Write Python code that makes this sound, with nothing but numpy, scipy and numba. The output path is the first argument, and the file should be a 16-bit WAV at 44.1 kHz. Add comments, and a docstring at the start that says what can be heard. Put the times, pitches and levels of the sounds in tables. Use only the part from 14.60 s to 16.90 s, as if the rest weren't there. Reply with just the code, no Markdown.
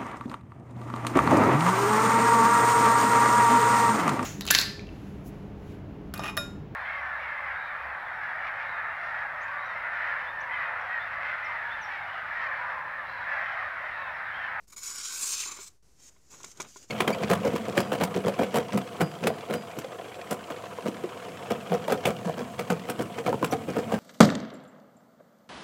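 """A quiet room's low noise, whose background sinks twice and jumps back: at the start and after the cut.
A sharp blade bites into a hand-held sheet and slices through it in one long stroke: grains of fibre crackle
ring in the sheet, with a falling ring and then a sagging whistle from moving resonances.
Soft knocks ring the sheet's modes as the stroke ends; then fingers slide over the paper as filtered grains,
and it flexes, knocks and snaps in short dying bursts of crackle."""
import sys
import numpy as np
from scipy import signal
from scipy.fft import rfft, irfft
from scipy.io import wavfile
from numba import njit

SR = 44100
rng = np.random.default_rng(int(sys.argv[2]) if len(sys.argv) > 2 else 0)


def amplitude_ratio(level_db):
    """Convert a level in decibels to the matching linear amplitude (field) ratio."""
    exponent = np.asarray(level_db, float) / 20
    return 10 ** exponent


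def store_wav(level_fs):
    """Save 16-bit WAV to argv[1]."""
    pcm = np.round(np.clip(np.atleast_2d(level_fs), -1, 1) * 32767)
    wavfile.write(sys.argv[1], SR, pcm.T.astype(np.int16))


N = 101429  # length [samples]

# colour of loose paper shaking: (frequency [Hz], level per Hz [dB])
FLAP_COLOUR = [(88, -26.5), (150, -20.5), (394, -12), (701, -20.5), (1100, -1), (1820, -18), (2220, -5.5),
               (3000, -20.5), (3900, -11.5), (6600, -120)]
# colour of skin rubbing the paper grain: (frequency [Hz], level per Hz [dB])
RUB_COLOUR = [(880, -101.5), (1500, -13), (2520, -10), (4500, -7.5), (6880, 3.5), (9410, -15), (15700, -20)]


def rms_one(x):
    """The sound scaled to an rms of 1."""
    return x / np.sqrt(np.mean(x ** 2) + 1e-20)


def in_time(rows, silent_db=-140):
    """Columns of a table at every sample; the first falls silent outside the table."""
    s, first, *rest = np.transpose(rows)
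    t = np.arange(N) / SR
    return [np.interp(t, s, first, silent_db, silent_db)] + [np.interp(t, s, c) for c in rest]


def steep(x, order, hz, kind="low"):
    """Butterworth filter, run forward once."""
    return signal.sosfilt(signal.butter(order, hz, kind, fs=SR, output="sos"), x)


def steep_in_phase(x, order, hz, kind):
    """Butterworth filter run both ways, so that it shifts no phase."""
    return signal.sosfiltfilt(signal.butter(order, hz, kind, fs=SR, output="sos"), x)


def colour(x, spectrum):
    """Causal (minimum-phase) filter with the given spectrum."""
    hz, db = np.transpose(spectrum)
    bins_hz = np.maximum(np.arange(4097) * SR / 8192, 1)
    log_gain = np.interp(np.log(bins_hz), np.log(hz), db) * np.log(10) / 20
    # folding the cepstrum onto positive time gives minimum phase
    cepstrum = irfft(log_gain)
    cepstrum[1:4096] *= 2
    cepstrum[4097:] = 0
    return signal.fftconvolve(x, irfft(np.exp(rfft(cepstrum))))[:N]


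def drift(rate):
    """Slow chance at about the given rate [Hz], drawn at every 40th sample and run in; spread 1."""
    r = np.exp(-80 * np.pi * rate / SR)
    noise = rng.standard_normal(N // 40 + 1002)
    slow = signal.lfilter([1], [1, -2 * r, r * r], noise)[1000:]
    return np.interp(np.arange(N) / 40, np.arange(len(slow)), rms_one(slow))


def grains(per_s, spread_db, hiss):
    """Clicks of uneven size over a fine hiss; rms 1."""
    sizes = amplitude_ratio(spread_db * np.minimum(rng.exponential(1, N), 5)) * rng.choice([-1, 1], N)
    clicks = rms_one(sizes * (rng.random(N) < per_s / SR))
    return rms_one(clicks + hiss * rng.standard_normal(N))


def bursts(rows):
    """Envelope of (time [s], level [dB], t60 [s]) bursts: quick rise, exponential fall."""
    rise_s = .002
    age = np.maximum(np.arange(N) / SR - np.array(rows)[:, :1], 0)
    return sum(amplitude_ratio(db - 60 * a / max(t60, .005)) * np.minimum(a / rise_s, 1)
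               for a, (_, db, t60) in zip(age, rows))


@njit
def gliding(x, c, r):
    """Two-pole resonance whose pitch (cosine c) and pole radius r may move at every sample."""
    y = np.zeros(len(x))
    for i in range(2, len(x)):
        y[i] = (1 - r[i] ** 2) / 2 * (x[i] - x[i - 2]) + 2 * r[i] * c[i] * y[i - 1] - r[i] ** 2 * y[i - 2]
    return y


def papery(x):
    """The sheet rings on briefly in a thicket of fine modes that keeps changing as it bends; rms 1."""
    ring_t60_s, ring_db, shift_s = .05, -4, .12
    age, step = np.arange(int(ring_t60_s * SR)) / SR, int(shift_s * SR)
    out = np.zeros(N + 2 * step + len(age))
    for i in range(-step, N, step):
        # each overlapping stretch gets a fresh decaying-noise tail
        start, end = max(i, 0), min(i + 2 * step, N)
        tail = rng.standard_normal(len(age)) * amplitude_ratio(-60 * age / ring_t60_s)
        part = x[start:end] * np.sin(np.pi * (np.arange(start, end) - i) / (2 * step))
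        ring = signal.fftconvolve(part, tail / np.sqrt(np.sum(tail ** 2)))
        out[start:start + len(ring)] += ring
    return rms_one(x + amplitude_ratio(ring_db) * out[:N])


def ringing(x, rings):
    """The papery sound plus its own narrow resonances, each wandering in pitch and strength; rms 1."""
    width_hz, wander, waver_db = 120, .008, 3  # wander: pitch spread as a share
    x = papery(x)
    radius = np.full(N, np.exp(-np.pi * width_hz / SR))
    out = x.copy()
    for hz, db in rings:
        strength = amplitude_ratio(db + waver_db * drift(7.9))
        pitch_hz = hz * (1 + wander * drift(5))
        out += strength * gliding(x, np.cos(2 * np.pi * pitch_hz / SR), radius)
    return rms_one(out)


def fibre_breaks():
    """Paper fibres parting one by one, as dense uneven clicks over hiss; rms 1."""
    return grains(per_s=6200, spread_db=2.8, hiss=0.84)


def glide(rows, q, patchy_db):
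    """Fibre breaks twice through a resonance that moves."""
    s, hz, db = np.transpose(rows)
    hz, db = (np.interp(np.arange(N) / SR, s, v) for v in (hz, db))
    c, r = np.cos(2 * np.pi * hz / SR), np.exp(-np.pi * hz / q / SR)
    ring = gliding(gliding(fibre_breaks(), c, r), c, r)
    # a narrower band passes less noise, so it is made up for
    return ring * np.sqrt(SR * q / hz) * amplitude_ratio(db + patchy_db * drift(10))


def room():
    """Steady low-heavy noise; above the bass it sinks steadily, then jumps back, twice."""
    # room tone: (frequency [Hz], level per Hz [dB])
    room_colour = [(30, -21), (48, -5), (79, -10.5), (111, -15), (361, -20), (782, -28), (3420, -35.5),
                   (6220, -27.5), (15700, -44)]
    # sinking background: (start [s], end [s], depth [dB])
    dips = [(0.043, 0.072, -14.5), (1.149, 1.225, -14.5)]
    level_db, flutter_db, dip_above_hz = -66, .8, 80
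    tone = rms_one(colour(rng.standard_normal(N), room_colour))
    tone = tone * amplitude_ratio(level_db + flutter_db * drift(11.0))
    t, dip_db = np.arange(N) / SR, np.zeros(N)
    for start, end, db in dips:
        dip_db += db * np.clip((t - start) / (end - start), 0, 1) * (t < end)
    low = steep_in_phase(tone, 2, dip_above_hz, "low")
    high = steep_in_phase(tone, 2, dip_above_hz, "high")
    return low + amplitude_ratio(dip_db) * high


def cutting():
    """Fibre breaks ring blade and held paper, whose resonances change over three stages; rms near 1."""
    # crackle of the cut: (frequency [Hz], level per Hz [dB])
    cut_colour = [(290, -45), (500, -20.5), (816, -37), (1120, -21), (1580, -7.5), (1800, -13.5),
                  (2210, -16.5), (3030, -8.5), (3260, -8), (4480, -3), (6900, 0.5), (9470, -12),
                  (15700, -17.5)]
    # narrow rings as the blade bites, slices and draws out: (frequency [Hz], level of added ring [dB])
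    bite_rings = [(1450, 11), (2280, 16.5), (4050, -11), (5250, 4), (5700, -0.5), (6650, 7.5), (6980, 10),
                  (8030, 6.5), (9050, 6), (9930, 3), (12120, 4)]
    slice_rings = [(1200, 3.2), (2520, 7.2), (6420, 1.6), (6850, 1.5), (7450, 7.8), (8350, 2), (8850, 7)]
    draw_rings = [(1120, 5.1), (2300, 11), (4070, 1.6), (6070, 5.1), (7170, 10.8)]
    slice_s, draw_s, change_s = 0.52, 0.904, 0.23  # middles of the two crossfades, and their length
    t = np.arange(N) / SR
    breaks = colour(fibre_breaks(), cut_colour)
    slicing = np.clip((t - slice_s) / change_s + .5, 0, 1)
    drawing = np.clip((t - draw_s) / change_s + .5, 0, 1)
    cut = (1 - slicing) * ringing(breaks, bite_rings)
    cut += (slicing - drawing) * ringing(breaks, slice_rings)
    return cut + drawing * ringing(breaks, draw_rings)


def stroke():
    """The blade's force drives the cut, the shaking of the loose flap and the gliding rings."""
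    # blade in the paper: (time [s], force as level [dB], shaking of the flap against it [dB])
    blade_force = [(.076, -97, -27), (.079, -55.5, -30), (.095, -68, -10), (.105, -53.5, -13.5),
                   (.115, -64.5, -7), (.13, -49, -6.5), (.148, -62, -6), (.160, -74, -6), (.164, -45, -7.5),
                   (.19, -46, -18), (.21, -51, -11), (.24, -40, -18.5), (.28, -38.5, -17), (.3, -41.5, -15),
                   (.42, -36.5, -16), (.468, -34, -24.5), (.506, -37, -16.5), (.6, -35, -17),
                   (.625, -35.5, -13), (.80, -31.5, -23), (.85, -35, -17.5), (.9, -41, -6),
                   (.98, -48, -4.5), (1.01, -44.5, -8), (1.082, -47.5, -21), (1.097, -63.5, -4),
                   (1.13, -81, -15)]
    # sharpness of the fibre breaks: (time [s], gain of the treble [dB])
    break_sharpness = [(0, 11.5), (.44, -4.5), (.54, 3), (.70, 5.5), (.76, -3), (.95, 0), (1.2, 5)]
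    flutter_db, sharp_from_hz = 1.6, 9000
    force_db, flap_db = in_time(blade_force)
    sharp_db, = in_time(break_sharpness)
    force = amplitude_ratio(force_db + flutter_db * drift(46))
    cut = cutting()
    treble = steep_in_phase(cut, 3, sharp_from_hz, "high")
    cut = cut + (amplitude_ratio(sharp_db) - 1) * treble
    flap = amplitude_ratio(flap_db) * rms_one(colour(grains(2000, 3.3, 1.0), FLAP_COLOUR))
    return force * (cut + flap + falling_ring() + whistle())


def falling_ring():
    """A broad ring that falls as the free paper ahead of the blade changes."""
    # (time [s], frequency [Hz], level against the force [dB])
    ring_path = [(.56, 9000, -19), (.63, 7750, -3), (.70, 6700, -1), (.76, 4800, -15), (0.801, 3380, -17),
                 (0.838, 2360, -10.5), (.89, 2200, -56)]
    return glide(ring_path, q=2.4, patchy_db=1.5)


def whistle():
    """A narrow whistle that rises briefly, then sags while the blade draws out."""
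    # (time [s], frequency [Hz], level against the force [dB])
    whistle_path = [(.84, 8540, -32), (.87, 9060, -22), (.96, 8550, -19), (1.0, 8060, -15), (1.1, 8040, -6)]
    return glide(whistle_path, q=28, patchy_db=1.6)


def taps():
    """A soft knock or buckle rings the sheet's modes, each with its own strength; a dull rattle follows."""
    # sheet knocked or buckling: (time [s], knock level [dB], rattle level [dB])
    tap_rows = [(0.86, -46.5, -60), (0.989, -45.5, -71), (1.563, -62, -66), (1.737, -59, -51),
                (1.803, -52.5, -52), (1.841, -47, -43), (2.0003, -34, -32.5), (2.046, -50, -49),
                (2.16, -45.5, -56)]
    # modes of the sheet: (frequency [Hz], level against the knock [dB], t60 [s])
    sheet_modes = [(397, -4, 0.087), (648, -10.5, 0.059), (1010, 3, 0.03), (1420, -2, 0.045),
                   (2174, -2.5, 0.019), (3380, 1.5, 0.034)]
    rattle_t60_s, soft_hz, thin_hz = 0.071, 1910, 155
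    s, db, rattle_db = np.transpose(tap_rows)
    chance_db = rng.normal(0, 1.6, (len(tap_rows), len(sheet_modes)))
    knocks = np.zeros(N)
    for k, (hz, mode_db, t60) in enumerate(sheet_modes):
        clicks = np.full(N, 1e-18)
        clicks[(s * SR).astype(int)] = -amplitude_ratio(db + mode_db + chance_db[:, k])
        r, w = amplitude_ratio(-60 / (t60 * SR)), 2 * np.pi * hz / SR
        knocks += signal.lfilter([0, np.sin(w)], [1, -2 * r * np.cos(w), r * r], clicks)
    knocks = steep(knocks, 2, soft_hz)
    push = grains(2500, 2.5, .8)
    envelope = bursts([(a, b, rattle_t60_s) for a, b in zip(s, rattle_db)])
    rattle = colour(push * envelope, FLAP_COLOUR) / colour(push, FLAP_COLOUR).std()
    return steep(knocks + rattle, 2, thin_hz, "high")


def handling():
    """Skin rubs the paper grain while the sheet flexes."""
    # fingers sliding: (time [s], level [dB], flexing of the sheet against it [dB])
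    finger_moves = [(1.1, -66, -13), (1.16, -108, 13), (1.37, -74, -18), (1.40, -62, -5.5),
                    (1.45, -54.5, -17.5), (1.488, -54.5, -14), (1.51, -68, -7.5), (1.62, -75, -6.5),
                    (1.70, -67, -5), (1.708, -52, -12.5), (1.75, -54, -3), (1.78, -57, -6.5),
                    (1.82, -56.5, -3.5), (1.87, -52.5, -9), (1.905, -53.5, -13), (1.95, -62.5, -3.5),
                    (2.035, -55.5, 4.5), (2.07, -58, 0), (2.15, -55, -24), (2.19, -59, -8),
                    (2.24, -56.5, -4.5), (2.27, -71.5, -9), (2.3, -60, -8)]
    # flexing sheet: (frequency [Hz], level per Hz [dB])
    flex_colour = [(59, -39), (100, -2), (409, -3.5), (636, -9.5), (1430, -8.5), (1720, -15), (3000, -17.5),
                   (3900, -19), (6600, -120)]
    level_db, flex_db = in_time(finger_moves)
    rub = papery(colour(grains(per_s=4900, spread_db=2, hiss=0.79), RUB_COLOUR))
    rub = rub * amplitude_ratio(1.5 * drift(35))
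    flex = rms_one(colour(grains(1500, 2.5, 0.87), flex_colour)) * amplitude_ratio(flex_db + 1.5 * drift(23))
    return amplitude_ratio(level_db) * (rub + flex)


def snaps():
    """Each crease snaps as a dying burst of crackle, its very top softened."""
    # (time [s], crackle level [dB], t60 [s])
    snap_rows = [(1.723, -48, 0.02), (1.831, -37, 0.022), (1.844, -32, 0.027), (1.914, -42, 0.042),
                 (1.972, -44, 0.032), (2.0005, -34, 0.086), (2.017, -33, 0.015), (2.024, -34, 0.017),
                 (2.084, -51, 0.11), (2.166, -46.5, 0.09), (2.226, -49, 0.04), (2.234, -55, 0.032)]
    dull_hz = 13000
    crackle = steep(grains(6000, 0.92, 0.69), 2, dull_hz)
    return colour(crackle * bursts(snap_rows), RUB_COLOUR) / colour(crackle, RUB_COLOUR).std()


def scene():
    """Room, blade, knocks, fingers and snaps added in one channel."""
    return (room() + stroke() + taps() + handling() + snaps())[None]


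def roll_off(x):
    """The treble ends steeply here."""
    return signal.sosfilt(signal.butter(12, 15840, fs=SR, output="sos"), x)


def record(dry):
    """The top is cut steeply and a small constant offset added."""
    # 70 dB down from 16.5 kHz
    mix = signal.sosfilt(signal.cheby2(14, 70, 16500, fs=SR, output="sos"), dry)
    mix = mix - .0009
    return roll_off(mix)


dry = scene()
out = record(dry)
store_wav(out)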